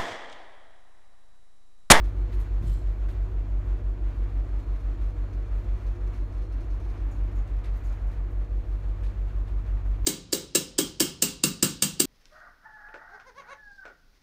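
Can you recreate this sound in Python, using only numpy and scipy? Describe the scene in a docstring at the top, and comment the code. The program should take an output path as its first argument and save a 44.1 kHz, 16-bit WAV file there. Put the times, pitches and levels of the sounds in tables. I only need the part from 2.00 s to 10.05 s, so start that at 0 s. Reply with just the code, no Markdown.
"""An eight-cylinder four-stroke diesel, far below a steel ship cabin, hums through the hull: steady tones
that throb together once every engine cycle, because its cylinders fire unevenly. Around it panels drone,
ventilation hisses and thin tones whine, all from shaped noise and wandering sines. Loose fittings tick and
rattle as dying bursts of noise, and early on something rubs and bumps near the microphone."""
import sys
import numpy as np
from scipy import signal
from scipy.fft import rfft, irfft
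from scipy.io import wavfile

SR = 44100
rng = np.random.default_rng(int(sys.argv[2]) if len(sys.argv) > 2 else 0)


def nominal_scale(level):
    """Amplitude ratio for a level in decibels (scalar or array-like)."""
    x = np.asarray(level, float) / 20
    return 10 ** x


def to_wav(sig):
    """Store sig (one row per channel, or 1-D mono) as 16-bit WAV at the path in sys.argv[1].

    Samples outside -1..1 are clipped; the rate is SR.
    """
    pcm = np.clip(np.atleast_2d(sig), -1, 1) * 32767
    pcm = np.round(pcm).astype(np.int16)
    wavfile.write(sys.argv[1], SR, pcm.T)  # frames by channels


N = 355005
T = np.arange(N) / SR  # time of each sample (s)
HZ = np.fft.rfftfreq(N, 1 / SR)  # frequencies at which noise is shaped


def evened(x):
    """Scales a sound to rms 1."""
    return x / np.sqrt(np.mean(x ** 2) + 1e-20)


def curve(rows, column=1):
    """One column of a table, joined by straight lines in time."""
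    return np.interp(T, np.transpose(rows)[0], np.transpose(rows)[column])


def noise(gain):
    """Noise whose power per Hz is the gain squared."""
    return irfft(rfft(rng.standard_normal(N)) * gain, N) * np.sqrt(SR / 2)


def peak(hz, width):
    """Gain of a steep resonance, down to a half at the edges of its width."""
    return 1 / (1 + ((HZ - hz) / (width / 2)) ** 2)


def peaks(rows):
    """Noise through several resonances at their relative levels, the whole scaled to rms 1."""
    power = sum((nominal_scale(db) * peak(hz, width)) ** 2 / width for hz, width, db in rows)
    return evened(noise(np.sqrt(power)))


def drift(hz):
    """Random wandering of rms 1, mostly slower than hz."""
    return evened(noise(peak(0, hz)))


def wavering(hz, wander, speed_hz):
    """A tone of rms 1 whose pitch drifts by chance."""
    pitch_hz = hz + wander * drift(speed_hz)
    return np.sqrt(2) * np.sin(2 * np.pi * np.cumsum(pitch_hz) / SR)


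def dying(events, t60, rise_s):
    """One envelope that jumps at each event (s, dB) and falls by 60 dB in t60 seconds."""
    out = np.zeros(N)
    age = np.arange(SR) / SR
    shape = nominal_scale(-60 * age / t60) * (1 - np.exp(-age / rise_s))
    for s, db in events:
        part = out[round(s * SR):][:SR]
        part += nominal_scale(db) * shape[:len(part)]
    return out


# rumble and ventilation noise before its swells: f/Hz, level/dB (per Hz)
AIR_SPECTRUM = [(12, -79), (20, -76), (26, -62), (36, -62), (52, -58), (68, -61), (80, -64.5), (105, -69),
                (150, -72.5), (175, -77), (330, -78), (400, -83), (520, -85), (750, -86), (1250, -88),
                (1400, -91), (2000, -94), (2600, -97), (2950, -101), (3300, -101), (4500, -105),
                (5000, -109), (7000, -109), (7600, -113), (9800, -116), (10500, -121), (12000, -117),
                (15700, -120.5)]
# slow swells: t/s, level/dB (the hiss near 1.2 kHz), level/dB (the upper panels, in the next function)
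SLOW_SWELLS = [(0, 1.4, 0), (1.2, 0.1, 3), (2.4, .5, 1), (3.2, 1, 1.5), (5, 1.5, 1.5), (6.1, 2.1, -0.2),
               (6.6, -1.1, 0.3), (8.05, 1, -1)]
TREBLE_DB = -3  # middle level of the treble and the top, against the spectrum


def air():
    """Broad noise in four parts: steady bass, a swelling middle, a flickering treble and top."""
    hz, db = np.transpose(AIR_SPECTRUM)
    gain = nominal_scale(np.interp(np.log(HZ + 1), np.log(hz), db))
    # share of the power above each dividing frequency; neighbours differ by one part's share
    above = [1] + [1 / (1 + (edge_hz / (HZ + 1)) ** 4) for edge_hz in (750, 2600, 7500)] + [0]
    bass, middle, treble, top = (noise(gain * np.sqrt(abs(a - b))) for a, b in zip(above, above[1:]))
    shared_db = drift(25)  # flicker that middle, treble and top have in common
    treble_db = TREBLE_DB + 0.6 * drift(1.5)
    middle = middle * nominal_scale(curve(SLOW_SWELLS) + 1.2 * shared_db)
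    treble = treble * nominal_scale(treble_db + 0.98 * shared_db + 0.65 * drift(25))
    top = top * nominal_scale(treble_db + 0.41 * shared_db + 1.2 * drift(25))
    return bass + middle + treble + top


# hull and wall panels, before any swell: f/Hz, width/Hz, level/dB (rms)
PANEL_BANDS = [(48, 3, -47), (40, 4, -53), (66, 6, -52), (94, 5, -56), (131, 6, -64), (185, 15, -64),
               (236, 14, -64), (270, 20, -63), (303, 10, -64), (325, 18, -61), (372, 14, -63),
               (450, 30, -65), (487, 16, -64), (590, 60, -65), (680, 80, -67)]


def panels():
    """Each panel picks a narrow band out of the rumble; those above 200 Hz wax and wane."""
    swell = nominal_scale(curve(SLOW_SWELLS, column=2))
    out = np.zeros(N)
    for hz, width, db in PANEL_BANDS:
        drone = nominal_scale(db) * evened(noise(peak(hz, width)))
        out += drone * swell if hz > 200 else drone
    return out


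# two panel notes: f/Hz, wander/Hz
DRONE_NOTES = [(289, 1.8), (352, 2.5)]
# how they come and go, before wavering: t/s, level/dB (lower note, rms), level/dB (upper note, rms)
DRONE_SWELLS = [(0, -59, -58), (.9, -70, -56.5), (1.2, -70, -61), (1.7, -65, -54), (2.05, -65, -57),
                (2.3, -56, -60), (3.2, -57, -63.5), (3.4, -54, -54.5), (3.7, -77, -55), (4.3, -58.5, -60),
                (4.75, -60, -62), (4.9, -54, -59.5), (5.35, -57.5, -57), (5.65, -72, -72), (6.6, -61, -60),
                (7.2, -79, -69), (8.05, -62.5, -68)]
DRONE_WAVER_DB = 3.5


def drones():
    """Two panels sing nearly pure notes, unsteady in pitch and level."""
    out = np.zeros(N)
    for column, (hz, wander) in enumerate(DRONE_NOTES, start=1):
        note = wavering(hz, wander, speed_hz=7.98) * nominal_scale(DRONE_WAVER_DB * drift(14))
        out += note * nominal_scale(curve(DRONE_SWELLS, column))
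    return out


# thin whines of fans and electrics, before swell and wavering: f/Hz, level/dB (rms), wander/Hz
WHINE_TONES = [(1428, -79, 3), (1657, -80, 3), (2370, -81, 3), (2822, -88, 3), (4225, -87, 2),
               (6842, -96, 2), (7047, -92, 1.5)]
# two whines that come and go: t/s, level/dB (the one near 4.2 kHz), level/dB (the one near 7 kHz)
WHINE_SWELLS = [(0, 7.5, -7), (1.5, 1.5, 2), (2.3, -5.5, -4), (2.55, 9.5, -2), (3.8, 5, 5), (4.5, 5, 5),
                (5.5, -2, -5), (6.9, 3, -4), (7.2, -8, -5)]


def whines():
    """Thin tones that wander a little in pitch and level."""
    swells = {4225: curve(WHINE_SWELLS), 7047: curve(WHINE_SWELLS, column=2)}  # by frequency in Hz
    out = np.zeros(N)
    for hz, db, wander in WHINE_TONES:
        level_db = db + swells.get(hz, 0) + 2.1 * drift(1.5)
        out += wavering(hz, wander, speed_hz=3.16) * nominal_scale(level_db)
    return out


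# rattles of loose fittings, before rise, fade and flutter:
# t/s, level/dB, dullness/dB, metal ring level/dB (relative), top level/dB (relative)
RATTLE_EVENTS = [(.039, -68, 6, -12, -7.5), (.32, -71, 9.5, -12, -5), (.333, -82, -6, -12, -2.5),
                 (.396, -71, 3, -12, -3.5), (.622, -69, 4, -15, -5), (1.083, -71.5, 9, -13, -5),
                 (2.585, -72, 3, -12, -10), (3.01, -74.5, 6, -12, -5.5), (3.57, -79, 5, -12, -3),
                 (5.109, -73, -5, 6, -5), (5.231, -81, -13, -5, -7), (5.353, -75, 0, 7, -7),
                 (5.47, -77.5, 9, -8, -9), (5.638, -68.5, 11, -12, -13), (5.758, -73.5, -9, -6, -1.5),
                 (5.837, -68.5, -3, 2, -9), (5.864, -78, 2, 1, -11), (5.92, -81, -3, 2, -4),
                 (6.067, -76.5, 3, -9, -9), (6.11, -77, 7, -14, -6), (6.3, -81, 1.5, -7, -3),
                 (6.68, -80, -1, -12, -3.5), (7.031, -68, 8.5, -10, -12), (7.47, -77, 10, -12, -7),
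                 (7.657, -78.5, 9, -15, -7), (7.85, -82, 2, -17, -3)]
# noise bands of a rattle: f/Hz, width/Hz, share of the dullness, share of the top level
PUFF_BANDS = [(1900, 1600, 1.63, 0.32), (3800, 2200, 0.8, 0.077), (6100, 2000, 0, 0.15),
              (8550, 4900, 0, 0.12), (11600, 1800, 0, 1), (14500, 3000, 0, 1)]
# metal ring: f/Hz, width/Hz, level/dB (relative)
RING_MODES = [(6550, 300, -2), (6950, 350, 0)]
RATTLE_T60, RING_T60 = 0.29, 0.29  # s


def rattles():
    """Each rattle is a grainy puff of patchy colour, with a metal ring that swells in more slowly."""
    s, db, dull_db, ring_db, top_db = np.transpose(RATTLE_EVENTS)
    ring_envelope = dying(zip(s, db + ring_db), RING_T60, rise_s=0.0067)
    out = peaks(RING_MODES) * ring_envelope * nominal_scale(3.2 * drift(60))
    for hz, width, dull, top in PUFF_BANDS:
        envelope = dying(zip(s, db + dull * dull_db + top * top_db), RATTLE_T60, rise_s=0.003)
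        # each band flutters on its own, so no two rattles have the same colour
        flutter_db = 2.8 * drift(250) + 1.3 * drift(30)
        out += peaks([(hz, width, 0)]) * envelope * nominal_scale(flutter_db)
    return out


# a fitting chatters about ten times a second for a while, before rise and fade: t/s, level/dB
TICK_EVENTS = [(3.328, -69.5), (3.67, -81), (3.763, -69.5), (3.864, -67.5), (3.953, -75), (4.132, -67),
               (4.32, -70), (4.416, -70), (4.52, -69), (4.605, -69.5), (4.701, -66.5), (4.798, -65.5),
               (4.89, -68), (4.974, -71.5)]
# what the fitting rings at: f/Hz, width/Hz, level/dB (relative)
FITTING_MODES = [(2280, 510, -3), (4130, 1200, 0), (5400, 730, -4), (6200, 500, -5), (9350, 5000, -5.5)]
TICK_T60 = 0.25  # s
CRACKLE_DB, CRACKLES_PER_S = -83.5, 88  # fine crackle: level of the smallest before it waxes and wanes, rate


def ticks():
    """Clear ticks, and a random crackle that waxes and wanes, ring the same dull modes."""
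    clear = dying(TICK_EVENTS, TICK_T60, rise_s=0.00099)
    sizes = nominal_scale(CRACKLE_DB + 2.6 * rng.exponential(1, N).clip(0, 4) + 2.3 * drift(1.5))
    hits = sizes * (rng.random(N) < CRACKLES_PER_S / SR)
    fade = np.exp(-1 / (0.0084 * SR))  # each crackle dies with a time constant of 8.4 ms
    crackle = signal.lfilter([1], [1, -fade], hits)
    return peaks(FITTING_MODES) * (clear + crackle)


# scratch bands and squeaks: f/Hz, width/Hz, level/dB (relative)
RUB_BANDS = [(3080, 250, -6.5), (4160, 220, -7.5), (5200, 200, -12), (4000, 3300, -2.5), (7500, 400, -8),
             (8000, 4400, -2.5), (10100, 150, -19), (11900, 350, -9), (14000, 150, -21)]
RUB_S, RUB_HOLD_S, RUB_DB = 0.678, 0.074, -64  # moment of full level, how long it holds, overall gain
RUB_RISE_DB_PER_S, RUB_FALL_DB_PER_S = 330, 179


def rub():
    """A scratchy hiss with thin squeaks; each band catches and slips on its own."""
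    early_s = np.clip(RUB_S - T, 0, None)
    late_s = np.clip(T - RUB_S - RUB_HOLD_S, 0, None)
    hiss = sum(nominal_scale(db + 2.8 * drift(100)) * peaks([(hz, width, 0)]) for hz, width, db in RUB_BANDS)
    return hiss * nominal_scale(RUB_DB - RUB_RISE_DB_PER_S * early_s - RUB_FALL_DB_PER_S * late_s)


# soft knocks on the microphone's housing: t/s, level/dB
KNOCK_EVENTS = [(0.613, -35), (.641, -29.5), (.672, -45), (.698, -29), (.717, -36.5)]
# notes of the housing: f/Hz, level/dB (relative), time to fall by 60 dB/s
HOUSING_MODES = [(82, -7, 0.32), (111.6, -1.5, 0.32), (147.6, -5, 0.27), (193, -5, .16)]
FIRST_TOP_DB, DULLING_DB_PER_S = 3, 220  # boost of the highest mode at the first knock, and its loss


def knocks():
    """Each knock rings the low modes of the housing; the higher a mode, the more later knocks lose it."""
    out = np.zeros(N)
    low_hz, top_hz = HOUSING_MODES[0][0], HOUSING_MODES[-1][0]
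    for s, db in KNOCK_EVENTS:
        age = np.clip(T - s, 0, None)  # zero, hence silent, before the knock
        top_db = FIRST_TOP_DB - DULLING_DB_PER_S * (s - KNOCK_EVENTS[0][0])
        for hz, mode_db, t60 in HOUSING_MODES:
            bright_db = top_db * ((hz - low_hz) / (top_hz - low_hz)) ** 2
            level_db = db + mode_db + bright_db - 60 * age / t60
            out += nominal_scale(level_db) * np.sin(2 * np.pi * hz * age)
    return out


# engine tones before the slow level: order (multiple of the cycle rate), level/dB (rms),
# t/s (a moment when it swings in step with the nearest firing harmonic)
ENGINE_ORDERS = [(7, -37, .057), (8, -29, 0), (9, -39, .042), (10, -49, .003), (11, -57, .011),
                 (12, -61, .014), (14, -63, .079), (15, -50, .157), (16, -42, 0), (17, -56, .094),
                 (19, -62, .015), (22, -63, .044)]
# slow level of the hum: t/s, level/dB
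HUM_SWELL = [(0, 1.5), (1.3, 1), (3.6, 0.2), (6.2, 0), (7.3, -1), (8.05, 2.5)]
CYCLE_HZ, CYLINDERS = 5.9903, 8
FIRING_S, HUM_WAVER_DB = 0.0104, 0.5  # a moment when the firing pressure crests; random wavering of level


def engine():
    """Clean orders of the cycle; those beside a firing harmonic beat with it once a cycle: the throb."""
    hum = np.zeros(N)
    for order, db, crest_s in ENGINE_ORDERS:
        # nearest multiple of the cylinder count, at least one; the small offset settles ties downwards
        firing = CYLINDERS * max(round(order / CYLINDERS - 1e-3), 1)
        turns = CYCLE_HZ * (firing * (T - FIRING_S) + (order - firing) * (T - crest_s))
        hum += np.sqrt(2) * nominal_scale(db) * np.cos(2 * np.pi * turns)
    return hum * nominal_scale(curve(HUM_SWELL) + HUM_WAVER_DB * drift(2.5))


def scene():
    """All sources added up, heard by one microphone."""
    background = air() + panels() + drones() + whines()
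    handling = rub() + knocks()
    return (background + rattles() + ticks() + handling + engine())[None]


def roll_off(x):
    """The treble ends steeply here."""
    return signal.sosfilt(signal.butter(12, 15710, fs=SR, output="sos"), x)


def record(dry):
    """Turns the finished mix into the sound that is kept."""
    return roll_off(dry)


dry = scene()
out = record(dry)
to_wav(out)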